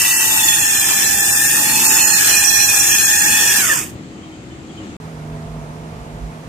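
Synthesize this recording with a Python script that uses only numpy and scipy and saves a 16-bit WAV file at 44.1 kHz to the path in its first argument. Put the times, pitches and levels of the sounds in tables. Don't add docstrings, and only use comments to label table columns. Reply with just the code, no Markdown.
import sys
import numpy as np
from scipy import signal
from scipy.fft import rfft, irfft, next_fast_len
from scipy.io import wavfile
from scipy.ndimage import uniform_filter1d

SR = 44100
rng = np.random.default_rng(int(sys.argv[2]) if len(sys.argv) > 2 else 0)


def put_to_file(sound):
    columns = np.atleast_2d(sound).T
    safe = np.clip(columns, -1, 1)
    whole_steps = np.round(safe * 32767)
    wavfile.write(sys.argv[1], SR, whole_steps.astype(np.int16))


def volts(x):
    e = np.asarray(x, float) / 20
    return 10 ** e


N = 285768
T = np.arange(N) / SR
YARD_ENDS_S, WORKSHOP_STARTS_S = 4.967, 5.0005


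def unit(x):
    return x / np.sqrt(np.mean(np.abs(x) ** 2) + 1e-20)


def along(points, hz):
    f, v = np.transpose(points)
    return np.interp(np.log(hz + 1), np.log(f + 1), v)


def curves(rows):
    s, *cols = np.transpose(rows)
    return [np.interp(T, s, c) for c in cols]


def wobble(rate):
    return np.interp(T * rate, np.arange(4000), rng.standard_normal(4000))


def swell(s, db, half_s):
    return db * np.exp(-((T - s) / half_s) ** 2)


def sides(db):
    return volts(np.array([db / 2, -db / 2]))


def filtered(x, response):
    m = next_fast_len(N + 8192)
    return irfft(rfft(x, m) * response(np.fft.rfftfreq(m, 1 / SR)), m)[..., :N]


def rush(spectrum, alike, patchy_db, lead_s=0):
    z = signal.stft(rng.standard_normal((2, N)), nperseg=512)[2]
    field = uniform_filter1d(rng.standard_normal(z.shape[1:]), size=6, axis=0)
    field = uniform_filter1d(field, size=12, axis=1)
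    pair = signal.istft(z * volts(patchy_db * unit(field)), nperseg=512)[1][:, :N]

    def mid_side(hz):
        turn = np.arccos(np.clip(along(alike, hz), -1, 1)) / 2
        return volts(along(spectrum, hz)) * [np.cos(turn), np.sin(turn)]

    def lead(hz):
        return np.exp(1j * np.pi * hz * lead_s * np.array([[1], [-1]]))

    mid, side = filtered(pair, mid_side)
    return unit(filtered(np.array([mid + side, mid - side]), lead))


def orders(turns, teeth, table, levels_db, uneven, fade_db):
    out = np.zeros((2, N))
    for (k, left_db, right_db, blur_hz, blur_db), level_db in zip(table, levels_db):
        for c, db in enumerate((left_db, right_db)):
            blur = volts(blur_db - 3.0) * (wobble(blur_hz) + 1j * wobble(blur_hz)) if c == 0 else blur
            contact = (1 + blur) * (1 + (uneven - 1) / max(k - 1, 1)) * np.exp(2j * np.pi * k * teeth * turns)
            path = np.exp(1j * (0.52 * c * k + 0.33 * min(k, 4) * wobble(20)))
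            gain = volts(db + level_db + (k > 3) * fade_db * wobble(1.99))
            out[c] += np.sqrt(2 / (1 + volts(2 * blur_db))) * gain * np.real(contact * path)
    return out


def pattern(turns, sidebands):
    return 1 + sum(volts(db) * np.exp(2j * np.pi * (k * turns + rng.random())) for k, db in sidebands)


# time in seconds, wheel turns per second.
SPEED = [(0.0, 25.15), (0.375, 24.48), (0.625, 23.29), (0.875, 22.31), (1.125, 22.6), (1.375, 22.84),
         (1.75, 23.99), (1.875, 24.1), (2.0, 24.04), (2.25, 23.02), (2.375, 22.91), (2.625, 22.98),
         (2.75, 22.86), (3.0, 23.05), (3.25, 23.38), (3.375, 23.47), (3.56, 23.2)]


def wheel_motion():
    brake_s, brake_turns_per_s2 = 3.578, 50
    powered, = curves(SPEED)
    speed = np.maximum(powered - brake_turns_per_s2 * np.maximum(T - brake_s, 0), 1)
    turns = np.cumsum(speed) / SR
    slowed_db = 20 * np.log10(speed / powered)
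    return powered, turns, slowed_db


def braking_howl():
    return swell(3.725, 13.8, 0.037)


def overtones_db(slowed_db):
    return 0.5 + 4.5 * slowed_db


# multiple of the tooth rate, left level in dB, right level in dB,
# blur in Hz, blur share in dB.
CHAIN_TONES = [(1, -33, -35.5, 33, -12), (2, -32, -42, 55, -7), (3, -31, -30, 130, 5),
               (4, -34.5, -30.5, 80, 14), (5, -36.5, -34, 58, 4), (6, -41.5, -37, 42, 29),
               (7, -46.5, -34.5, 71, 6), (8, -43, -42, 220, -1), (10, -46, -39.5, 120, -7)]
# time in seconds, rise in dB, half length in seconds.
SLACK_SLAPS = [(0.05, 1, 0.13), (1.97, 4.5, 0.09), (2.38, 6, 0.074), (2.64, 6, 0.11), (2.94, 5, 0.047),
               (3.38, 3.5, 0.11)]


def chain_whine(powered, turns, slowed_db, tension_db):
    guard_hz, guard_width_hz = 1669.5, 49
    second_db = -13.5 + 16.5 / (1 + ((72 * powered - guard_hz) / guard_width_hz) ** 2) + 1.2 * slowed_db
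    second_db += 1.5 * (T - 2)
    second_db += swell(3.66, 4.6, 0.036)
    third_db = 2.5 + 2 * (powered - 23) + 1.2 * slowed_db
    third_db += braking_howl() + sum(swell(*row) for row in SLACK_SLAPS)
    sidebands = zip((-8, -4, -3, -2, -1, 1, 2, 3, 4), (-14, -12, -17, -17, -12, -14, -16, -18, -13))
    levels_db = [tension_db, second_db, third_db] + [overtones_db(slowed_db)] * 6
    return orders(turns, 36, CHAIN_TONES, levels_db, uneven=pattern(turns, sidebands), fade_db=7.0)


# multiple of the knob-pair rate, left level in dB, right level in dB,
# blur in Hz, blur share in dB.
TREAD_TONES = [(2, -34.5, -36, 70, -4), (3, -35, -34.5, 68, -16), (4, -34, -42, 60, -3),
               (6, -33, -38, 97, 3), (8, -34.5, -29, 130, 5.5), (9, -33.5, -29, 110, 5),
               (10, -31.5, -30, 96, -3.5), (12, -30.5, -57, 400, 12.5), (14, -25.5, -30, 900, 18)]


def tread_song(turns, slowed_db, grip_db):
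    sidebands = zip((-3, -2, -1, 1, 2), (-14, -13, -13, -12, -14))
    second_row_db = 0.5 + 0.7 * braking_howl() + 1.2 * slowed_db
    levels_db = [grip_db, second_row_db] + [overtones_db(slowed_db)] * 7
    tread = orders(turns, 39, TREAD_TONES, levels_db, uneven=pattern(turns, sidebands), fade_db=1.5)
    return tread * sides(2 + 3 * wobble(7.15))


# centre in Hz, width in Hz, level in dB.
DECK_RINGS = [(1772, 92, 1), (6680, 700, 8.5), (9100, 1200, -2.5)]


def through_deck(tones):
    def response(f):
        deck = 1 + sum(volts(db) * 1j * f * w / (c * c - f * f + 1j * f * w) for c, w, db in DECK_RINGS)
        floor_dip = 1 - 0.27 * np.exp(-((f - 3873) / 340) ** 2)
        return deck * floor_dip
    return filtered(tones, response)


# frequency in Hz, density in dB per Hz.
RUBBER = [(2240, -85), (3800, -17), (4480, -13), (4760, -11.5), (5220, -7.5), (5850, -8), (6530, -1.5),
          (9020, -4), (10100, -11.5), (12700, -7), (15300, -14), (16000, -17), (16300, -85)]
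# frequency in Hz, left-right difference in dB.
RUBBER_SIDE = [(60, 1.5), (110, -18), (200, -3), (380, -4.5), (700, -5), (1290, -0.5), (2380, 1.5),
               (4400, 6.5), (8120, 0.5), (15000, 17)]
# frequency in Hz, likeness from 0 to 1.
WHEEL_ALIKE = [(60, 0.82), (130, 0.89), (290, 0.41), (640, 0.6), (1410, 0.2), (3100, 0.59), (6820, 0.17),
               (15000, 0.0098)]


def rubber_hiss():
    return filtered(rush(RUBBER, WHEEL_ALIKE, patchy_db=0.5), lambda hz: sides(along(RUBBER_SIDE, hz)))


# frequency in Hz, density in dB per Hz.
LINKS = [(240, -46), (400, -15), (602, -23), (852, -13.5), (1490, -11.5), (1780, -3.5), (2090, -14.5),
         (2540, -6), (3600, -14.5), (3790, -29), (4600, -15.5), (5980, -62.5), (10100, -120)]


def link_rattle(slowed_db):
    level_db = -9.5 + 4 * np.clip(-slowed_db / 4, 0, 1) + 1.4 * wobble(6.04)
    return volts(level_db) * rush(LINKS, WHEEL_ALIKE, patchy_db=2.5)


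# time in seconds, rubbing level in dB, left-right difference in dB
# as the camera sways, chain tension in dB, tread grip in dB.
LOAD = [(0.0, -16, -4.5, -8.5, 5.5), (0.42, -16.5, -5.5, 2.5, 5.5), (0.75, -17.5, -9.5, -7.5, -0.5),
        (1.0, -17, -7, -6.5, 1), (1.26, -17, -9, -2, 4), (1.45, -15, -4.5, -5.5, 3), (1.68, -17, -7, 1, 5),
        (1.9, -14, -6, 3, -8), (2.12, -16, -7.5, -0.5, 6.5), (2.28, -14, -5.5, -5, -1),
        (2.5, -16.5, -7.5, -3, 5), (2.8, -15.5, -5.5, -1.5, -7), (3.0, -16, -6.5, -8.5, 2.5),
        (3.22, -16, -6, -1, 6.5), (3.6, -15.5, -8, -4, 2), (3.8, -20.5, -11.5, -13, -8),
        (3.94, -48.5, -6, -22, -22.5)]


def scooter():
    powered, turns, slowed_db = wheel_motion()
    hiss_db, pan_db, tension_db, grip_db = curves(LOAD)
    chain = chain_whine(powered, turns, slowed_db, tension_db)
    tread = tread_song(turns, slowed_db, grip_db)
    tones = volts(1.0 + 0.8 * np.minimum(hiss_db + 17.5, 0)) * through_deck(chain + tread)
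    shaft_beat_db = np.cos(2 * np.pi * 4 * turns)
    grit_db = 0.12 * wobble(14) + 0.25 * wobble(40) + 1.4 * wobble(600)
    rubber = volts(hiss_db - 0.5) * sides(pan_db) * rubber_hiss()
    links = volts(hiss_db) * link_rattle(slowed_db)
    running = np.clip((3.98 - T) / 0.081, 0, 1)
    return running * (tones + volts(shaft_beat_db + grit_db) * (rubber + links))


# frequency in Hz, density in dB per Hz.
YARD_DEEP = [(15, -68), (25, -45), (47, -10), (59, -7), (123, -2.5), (150, -5), (200, -37), (330, -120)]
YARD_LOW = [(82, -34), (140, -6.5), (205, 1.5), (232, -0.5), (317, -1), (356, -2.5), (426, -10), (534, -12),
            (605, -12.5), (644, -35), (900, -18), (1170, -57.5), (1980, -120)]
# time in seconds, rise in dB, half length in seconds.
PASSES = [(1.1, 3, 0.092), (1.83, 6.5, 0.47), (2.947, 3, 0.079), (3.28, 5, 0.07), (3.866, 5, 0.28),
          (4.9, 4, 0.35)]
# frequency in Hz, likeness from 0 to 1.
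ROOM_ALIKE = [(100, 0.95), (500, 0.84), (2000, 0.25), (8000, 0.098)]


def yard_rumble():
    drone_db = -38.5 + sum(swell(*row) for row in PASSES) + 0.48 * wobble(12)
    rumble = volts(-40 + 0.2 * wobble(5)) * rush(YARD_DEEP, ROOM_ALIKE, patchy_db=1)
    rumble += volts(drone_db) * rush(YARD_LOW, ROOM_ALIKE, patchy_db=-0.8)
    rumble += volts(-43.5 + 2.5 * wobble(5.4)) * np.sin(2 * np.pi * 318 * T + 1.0 * wobble(9.3))
    return rumble * sides(np.array([1.5]))


# frequency in Hz, density in dB per Hz.
YARD_HIGH = [(410, -31), (700, -3), (882, -12), (1200, -8.5), (1300, -9.5), (1650, -14.5), (1720, -12),
             (3100, -15), (5310, -23.5), (7410, -18.5), (9700, -33), (15000, -40)]


def yard_air():
    level_db = -43 + swell(4.85, 2.5, 0.12)
    return volts(level_db) * rush(YARD_HIGH, ROOM_ALIKE, patchy_db=1, lead_s=0.00027) * sides(np.array([1.8]))


# start in seconds, peak in dB, pitch in Hz, length in seconds.
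BIRDS = [
    (4.227, -44, 3140, 0.011),
    (4.2594, -54, 3180, 0.012),
    (4.315, -45, 3110, 0.013),
    (4.504, -46, 3000, 0.012),
    (4.687, -45, 3270, 0.01),
    (4.771, -36.5, 3100, 0.0089),
    (4.806, -45, 2920, 0.012),
    (4.8394, -57, 2940, 0.012),
]


def birds():
    chirps = np.zeros((2, N))
    flutter = 1.7 * np.array([wobble(150), wobble(140)])
    for s, db, hz, length_s in BIRDS:
        u = np.maximum(T - s, 0) / length_s
        chirps += volts(db + 9.0) * u * np.exp(-u) * np.sin(2 * np.pi * hz * T + flutter)
    return chirps


# frequency in Hz, level in dB.
FAN = [(107.7, -46), (156.1, -36), (236.9, -44.5), (274.5, -61), (430.7, -49), (473.7, -55), (667.5, -53),
       (706, -54.5)]


def fan_hum():
    level_db = 8 - 4.5 * (T - WORKSHOP_STARTS_S) + swell(5.0, -1, 0.03) + swell(5.1, -3.5, 0.13)
    fan = 0
    for hz, db in FAN:
        fan += volts(db + (0.5 + hz / 250) * wobble(8.9)) * np.sin(2 * np.pi * hz * T + 1.8 * wobble(7))
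    return volts(level_db) * fan


# frequency in Hz, density in dB per Hz.
SHOP_LOW = [(35, -36), (60, -9.5), (107, -11.5), (156, -12.5), (199, -12), (244, -12), (285, -15.5),
            (383, -18), (424, -20), (608, -17.5), (692, -17.5), (777, -21), (907, -19.5), (1300, -26.5),
            (1690, -41), (2860, -120)]
SHOP_HIGH = [(530, -54), (900, -8.5), (1500, -8.5), (2420, -12), (2630, -14.5), (5310, -20.5), (6980, -20),
             (10800, -27), (14400, -34), (15500, -40.5)]


def shop_room():
    drone = volts(-35.5 + 0.69 * wobble(4.3)) * rush(SHOP_LOW, ROOM_ALIKE, patchy_db=0.5, lead_s=0.00027)
    air = volts(-44.5 + swell(5.05, 0.94, 0.1)) * rush(SHOP_HIGH, ROOM_ALIKE, patchy_db=0.6, lead_s=0.00036)
    thrum_db = -42 - 11 * np.clip((5.53 - T) / 0.3, 0, 1) + swell(6.22, 11, 0.09)
    thrum_spectrum = [(20, -120), (30, -38), (53, 3), (70, -18), (90, -120)]  # (Hz, dB per Hz)
    return drone + air + volts(thrum_db) * rush(thrum_spectrum, ROOM_ALIKE, patchy_db=5.0)


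# start in seconds, peak in dB, pitch in Hz.
TAPS = [
    (5.016, -38, 600),
    (5.354, -35, 627),
    (5.459, -28, 546),
    (5.563, -22.5, 522),
]


def rim_taps():
    taps = 0
    for s, db, hz in TAPS:
        taps += volts(db - 60 * abs(T - s) / 0.012) * (T > s) * np.sin(2 * np.pi * hz * (T - s))
    return taps


def scene():
    yard = scooter() + yard_rumble() + yard_air() + birds()
    workshop = (fan_hum() + rim_taps() + shop_room()) * sides(np.array([-2.3]))
    return (T < YARD_ENDS_S) * yard + (T > WORKSHOP_STARTS_S) * workshop


# frequency in Hz, level in dB relative to the 6-9 kHz hiss.
MASK = [(1850, -38), (2100, -11), (4700, -10), (5600, -13.5), (8000, -23), (10200, -11), (15300, -20),
        (15750, 0)]


def masked(x):
    hz, _, z = signal.stft(x, SR, window="cosine", nperseg=2048)
    power = np.abs(z.mean(axis=0)) ** 2
    bands = np.repeat(power[:1024].reshape(128, 8, -1).mean(axis=1), 8, axis=0)
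    hiss = power[(hz > 6000) & (hz < 9000)].mean(axis=0)
    z[:, :1024] *= bands > hiss * volts(2 * along(MASK, hz[:1024]))[:, None]
    return signal.istft(z, SR, window="cosine", nperseg=2048)[1][:, :N]


def top_cut(x):
    return signal.sosfilt(signal.butter(12, 16430, fs=SR, output="sos"), x)


def record(dry):
    limited = dry / (1 + np.abs(dry) ** 10) ** 0.1
    mix = masked(limited) * ((T < YARD_ENDS_S) | (T > WORKSHOP_STARTS_S))
    return top_cut(mix)


dry = scene()
out = record(dry)
put_to_file(out)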